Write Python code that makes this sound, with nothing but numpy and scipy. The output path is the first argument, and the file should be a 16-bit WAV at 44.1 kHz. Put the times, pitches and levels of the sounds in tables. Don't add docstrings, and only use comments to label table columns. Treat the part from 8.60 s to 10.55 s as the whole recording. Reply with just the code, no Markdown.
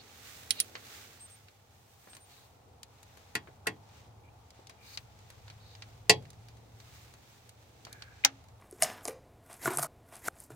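import sys
import numpy as np
from scipy import signal
from scipy.fft import rfft, irfft
from scipy.io import wavfile
from scipy.ndimage import uniform_filter1d

SR = 44100
rng = np.random.default_rng(int(sys.argv[2]) if len(sys.argv) > 2 else 0)


def master_out(mix):
    frames = np.transpose(np.atleast_2d(mix))
    ceiling = np.clip(frames, -1, 1)
    pcm = np.round(ceiling * 32767).astype(np.int16)
    wavfile.write(sys.argv[1], SR, pcm)


N = 85995
T = np.arange(N) / SR


def amp(db):
    return 10 ** (np.asarray(db) / 20)


def unit(x):
    return x / np.sqrt(np.mean(x ** 2))


def colour(x, points):
    hz = np.maximum(np.fft.rfftfreq(len(x), 1 / SR), 1)
    point_hz, point_db = np.array(points).T
    gain_db = np.interp(np.log(hz), np.log(point_hz), point_db, left=-80)
    return irfft(rfft(x) * amp(gain_db), len(x))


def band(x, lo_hz, hi_hz):
    edges_hz = [lo_hz, min(hi_hz, .45 * SR)]
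    return signal.sosfilt(signal.butter(2, edges_hz, "bandpass", fs=SR, output="sos"), x)


def mode(x, hz, t60):
    radius = np.exp(-np.log(1000) / (t60 * SR))
    angle = 2 * np.pi * hz / SR
    return signal.lfilter([1, 0, -1], [1, -2 * radius * np.cos(angle), radius * radius], x)


def walk(rate):
    step = int(SR / rate)
    held = rng.standard_normal(N)[np.arange(N) // step]
    return unit(uniform_filter1d(held, step))


def fade(t60, size):
    return np.exp(-np.log(1000) * np.arange(size) / (max(t60, .001) * SR))


# frequency in Hz, relative level in dB per Hz.
AIR_SPECTRUM = [(12, -31.5), (20, -9), (114, 0.5), (189, -10.5), (280, -7.5), (452, -12), (670, -9),
                (1650, -26), (1950, -25), (3510, -32), (15100, -40), (16500, -46.5)]
AIR_DB = -59.5


def air():
    level = amp(AIR_DB + walk(4.9))
    return level * unit(colour(rng.standard_normal(N), AIR_SPECTRUM))


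ROOM_DB, ROOM_T60_S = -14.5, 0.34
ROOM_TREBLE_DB, ROOM_TREBLE_T60_S = -16.5, 0.12


def room(x):
    low = band(rng.standard_normal(SR), 150, 4500) * fade(ROOM_T60_S, SR)
    high = band(rng.standard_normal(SR), 1800, 15000) * fade(ROOM_TREBLE_T60_S, SR)
    low = low / np.sqrt(np.sum(low ** 2))
    high = high / np.sqrt(np.sum(high ** 2))
    tail = low + amp(ROOM_TREBLE_DB) * high
    return x + amp(ROOM_DB) * signal.fftconvolve(x, tail[None], axes=1)[:, :N]


# centre in seconds, rms level at the centre in dB,
# width of the bell-shaped envelope in seconds (centre to 1/e).
HOLLOW_THUMPS = [(.235, -53, 0.017), (0.489, -59.5, 0.01), (1.079, -42.5, 0.021), (1.2, -47, 0.043),
                 (1.25, -54.5, 0.01), (1.935, -51.5, 0.019)]
HOLLOW_HZ, HOLLOW_WAVER_RAD = 142.4, 0.96


def thumps():
    out = 0
    for centre, db, width in HOLLOW_THUMPS:
        swell = np.exp(-((T - centre) / width) ** 2)
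        phase = 2 * np.pi * (HOLLOW_HZ * T + rng.random()) + HOLLOW_WAVER_RAD * walk(40)
        out = out + amp(db) * np.sqrt(2) * swell * np.sin(phase)
    return out


GRIT_PER_S, GRIT_SCATTER_DB = 12000, 2.5


def grit():
    slips = rng.random(N) < GRIT_PER_S / SR
    return slips * rng.standard_normal(N) * amp(GRIT_SCATTER_DB * rng.exponential(size=N))


# frequency in Hz, relative level in dB, decay t60 in seconds.
BOX_MODES = [
    [(276.7, -2, 0.052), (347, 3, 0.058), (420, -1.5, .035), (484.4, -1.5, 0.032), (523.6, -6, .25)],
    [(632, 1, .045), (686, -2, 0.039), (732.8, -3.5, 0.036), (850, 1.5, 0.025)],
    [(1070, 7.5, 0.008), (1264, 2.5, 0.018), (1430, 2.5, 0.014), (1655, -4, .02)],
    [(1980, 2, 0.012), (2318, 5, 0.0057), (2950, -3, 0.0041), (3705, -9, .005)],
]
# start in seconds, end in seconds, rms level at the end in dB.
TAB_DRAGS = [(1.001, 1.062, -51.5)]


def drags():
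    hz, _, t60 = BOX_MODES[-1][0]
    rub = unit(mode(grit(), hz, t60))
    out = 0
    for start, end, db in TAB_DRAGS:
        swell = np.sqrt(np.clip((T - start) / (end - start), 0, 1)) * (T < end)
        out = out + amp(db) * rub * swell
    return out


# time in seconds, rasp of the surfaces in dB rms,
# rumble through the panels in dB rms.
SCRAPE_LEVELS = [(0, -73.5, -64.5), (.09, -76, -72.5), (.13, -65.5, -76), (0.191, -67.5, -65.5),
                 (0.207, -53, -58), (0.221, -40, -44.5), (0.238, -34.5, -51), (0.268, -51, -43.5),
                 (.33, -62, -51.5), (.42, -69.5, -56), (.445, -55, -74), (.46, -52, -49), (.475, -54, -63),
                 (0.489, -49, -46.5), (0.519, -62, -65), (.57, -87.5, -78.5), (.82, -81.5, -81.5),
                 (0.882, -67, -65.5), (0.901, -62.5, -55), (0.922, -55, -53.5), (.936, -55.5, -52),
                 (0.959, -60.5, -61.5), (.985, -67.5, -70), (1.02, -50, -54.5), (1.053, -42, -45),
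                 (1.074, -38.5, -38.5), (1.094, -49.5, -44), (1.112, -44.5, -40), (1.128, -47, -46),
                 (1.144, -48, -46.5), (1.165, -47, -56), (1.18, -56.5, -55.5), (1.195, -37.5, -44.5),
                 (1.208, -50.5, -56.5), (1.233, -32, -51), (1.253, -44, -49), (1.27, -55.5, -79),
                 (1.686, -52, -45), (1.701, -76.5, -82), (1.745, -73.5, -66), (1.788, -60, -64.5),
                 (1.822, -54, -62), (1.851, -62.5, -74), (1.895, -78, -81), (1.906, -59.5, -57),
                 (1.924, -68.5, -58), (1.95, -67, -81)]
# frequency in Hz, relative level in dB per Hz.
RASP_SPECTRUM = [(1470, -36), (2500, -9), (4340, -14), (5120, -12.5), (6700, -9), (8100, -5), (11500, -7),
                 (14300, -10), (16100, -24.5), (16500, -40.5)]
RUMBLE_SPECTRUM = [(120, -43.5), (200, -1), (399, -4.5), (506, -6), (675, -0.5), (1260, -4), (1860, -2.5),
                   (2450, -23), (4000, -17), (5200, -46.5), (8800, -120)]
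GRAIN_EDGES_HZ = [4300, 6000, 8000, 10000, 12500, 17000]
FLUTTER_DB, PATCHY_DB = 1.5, 2.5
RUMBLE_RING_DB = -1


def scrape():
    time, rasp_db, rumble_db = np.array(SCRAPE_LEVELS).T
    flutter = amp(FLUTTER_DB * walk(220))
    coarse = grit()
    fine = 0
    for lo, hi in zip(GRAIN_EDGES_HZ, GRAIN_EDGES_HZ[1:]):
        fine = fine + band(grit(), lo, hi) * amp(PATCHY_DB * walk(90))
    rasp = unit(colour(fine, RASP_SPECTRUM))
    rings = sum(amp(db) * unit(mode(coarse, hz, t60)) for part in BOX_MODES for hz, db, t60 in part)
    rumble = unit(unit(colour(coarse, RUMBLE_SPECTRUM)) + amp(RUMBLE_RING_DB) * unit(rings))
    rasp_gain = amp(np.interp(T, time, rasp_db))
    rumble_gain = amp(np.interp(T, time, rumble_db))
    return flutter * (rasp_gain * rasp + rumble_gain * rumble)


HIT_SIZE = 8192
RISE_S, CLICK_DB = 0.00098, 15
RISE = max(int(RISE_S * SR), 1)
SWELL = np.minimum(np.arange(HIT_SIZE) / RISE, 1)


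def crack(peak_db, bright_db, t60):
    burst = rng.standard_normal(HIT_SIZE) * fade(t60, HIT_SIZE) * SWELL ** 2
    burst[RISE] = amp(CLICK_DB)
    lower = band(band(burst, 4090, 7250), 3800, 8700)
    upper = band(band(burst, 7700, 13000), 7400, 11000)
    sound = colour(lower - amp(bright_db) * upper, RASP_SPECTRUM)
    return amp(peak_db) * sound / np.abs(sound).max()


KNOCK_T60_S, BLOOM_T60_S = 0.0042, 0.0093
RING_SPAN_S = 0.0026
FOCUS_DB_PER_OCT = 61
DETUNE = 0.011


def ring(part, near_hz):
    total = 0
    for hz, db, t60 in part:
        knock = rng.standard_normal(HIT_SIZE) * fade(KNOCK_T60_S, HIT_SIZE) * SWELL
        pitch_hz = hz * (1 + DETUNE * rng.standard_normal())
        tone = mode(mode(knock, pitch_hz, BLOOM_T60_S), pitch_hz, t60)
        octaves_off = abs(np.log2(hz / (near_hz or hz)))
        total = total + amp(db - FOCUS_DB_PER_OCT * octaves_off) * tone / np.abs(tone).max()
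    return total / total[RISE:RISE + int(RING_SPAN_S * SR)].std()


SPLICE_TIMES_S = [1.2705, 1.6866, 1.9025]
# start in seconds, peak level in dB,
# upper treble against lower in dB before the rasp colouring.
CARD_TICKS = [(0.014, -52, -8), (0.1107, -34.5, 7.5), (0.1847, -50, -14), (0.3315, -40, 0),
              (0.903, -46.5, 8), (.9134, -45, 8), (.9204, -45.5, 4), (0.9284, -33, 0),
              (0.9304, -35.5, 14.5), (0.9402, -35.5, 4.5), (0.944, -41.5, 2), (.9504, -48.5, 8),
              (0.9749, -49, 8.5), (1.7549, -49, 14), (1.7775, -52, 13), (1.8017, -30.5, 15)]
TICK_T60_S = 0.01
# start in seconds, crack peak level in dB, upper treble against lower in dB
# before the rasp colouring, crack t60 in seconds, favoured pitches of panel, flap and edge in Hz,
# rings of big panels, flap, edges and small tabs in dB rms.
TAB_SNAPS = [(0.0223, -66, -12, 0.0034, 490, 726, 905, -65.5, -67, -55.5, -60.5),
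             (0.1246, -44, -7, 0.024, 388, 690, 1450, -49, -73, -65, -72),
             (0.1898, -62, -5, 0.005, 400, 690, 1100, -63.5, -70, -67, -64),
             (0.2223, -4.5, -1.5, 0.02, 447, 702.5, 1210, -55, -29, -32, -27),
             (0.2314, -14, -11.5, 0.036, 480, 671, 1700, -56.5, -34.5, -45, -56),
             (0.2444, -27, -5, 0.015, 488, 650, 1070, -47.5, -43.5, -39, -36),
             (0.4526, -19, -8, 0.013, 391, 725, 1070, -45, -43, -43.5, -50),
             (0.4761, -25, -2, 0.024, 270, 700, 1030, -43.5, -68, -53, -56),
             (0.4808, -22.5, -6, 0.024, 483, 860, 1160, -37.5, -45, -45, -41.5),
             (0.4945, -35.5, -1.5, 0.011, 424, 850, 1570, -46, -63, -65, -61),
             (0.507, -42, 0, 0.01, 550, 750, 1380, -56, -75, -62, -56),
             (0.8971, -47, 15, 0.012, 317, 680, 1140, -63, -57, -55, -62),
             (1.0563, -22, -3, 0.0097, 396, 680, 1430, -35.5, -38, -25.5, -46),
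             (1.0756, -32, -2, 0.018, 346, 620, 1060, -30, -34.5, -27, -36.5),
             (1.0763, -37, -1, 0.017, 295, 710, 1680, -45, -47, -31.5, -55),
             (1.1045, -28.5, 5, 0.016, 352, 810, 1070, -39, -46, -41, -43),
             (1.1153, -35, -1, 0.011, 355, 792, 1380, -45, -48.5, -46, -47),
             (1.135, -27, 5, 0.014, 334, 780, 1100, -44.5, -49, -43, -57),
             (1.1717, -11, 9, 0.016, 420, 820, 1160, -50, -43, -52, -54),
             (1.1842, -18.5, 5, 0.038, 331, 701, 1230, -54, -36.5, -34.5, -66),
             (1.2191, -28.5, 3, 0.025, 480, 744, 1300, -63.5, -57, -51, -51),
             (1.2267, -17.5, 9, 0.015, 431, 755, 1230, -65, -38.5, -40.5, -66),
             (1.2303, -20, -3.5, 0.015, 333, 717, 1215, -56, -40.5, -33, -49),
             (1.2444, -44, 8.5, 0.011, 470, 675, 1040, -56, -42, -40.5, -57),
             (1.9032, -58, 3, 0.022, 404, 710, 1300, -45, -57.5, -52, -71)]


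def snaps():
    hits = [(s, crack(db, bright_db, TICK_T60_S)) for s, db, bright_db in CARD_TICKS]
    for start, crack_db, bright_db, t60, panel_hz, flap_hz, edge_hz, *ring_db in TAB_SNAPS:
        hit = crack(crack_db, bright_db, t60)
        favoured_hz = (panel_hz, flap_hz, edge_hz, None)
        for part, part_db, near_hz in zip(BOX_MODES, ring_db, favoured_hz):
            hit = hit + amp(part_db) * ring(part, near_hz)
        hits.append((start, hit))
    out = np.zeros((len(SPLICE_TIMES_S) + 1, N + HIT_SIZE))
    for start, hit in hits:
        first = int(start * SR)
        out[np.searchsorted(SPLICE_TIMES_S, start), first:first + HIT_SIZE] += hit
    return out[:, :N]


SPLICE_FADE_S, REPLAY_LAG_S = 0.0018, .62562


def scene():
    piece = np.searchsorted(SPLICE_TIMES_S, T) == np.arange(len(SPLICE_TIMES_S) + 1)[:, None]
    kept = uniform_filter1d(1. * piece, max(int(SPLICE_FADE_S * SR), 1), axis=1)
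    background = air()
    impacts = snaps()
    sliding = (scrape() + thumps() + drags()) * piece
    pieces = room(impacts + sliding) + background
    pieces[1] = np.roll(pieces[0], round(REPLAY_LAG_S * SR))
    mono = (pieces * kept).sum(axis=0)
    return np.array([mono, mono])


TOP_HZ = 16000


def record(dry):
    return signal.sosfilt(signal.ellip(8, .2, 70, TOP_HZ, fs=SR, output="sos"), dry)


dry = scene()
out = record(dry)
master_out(out)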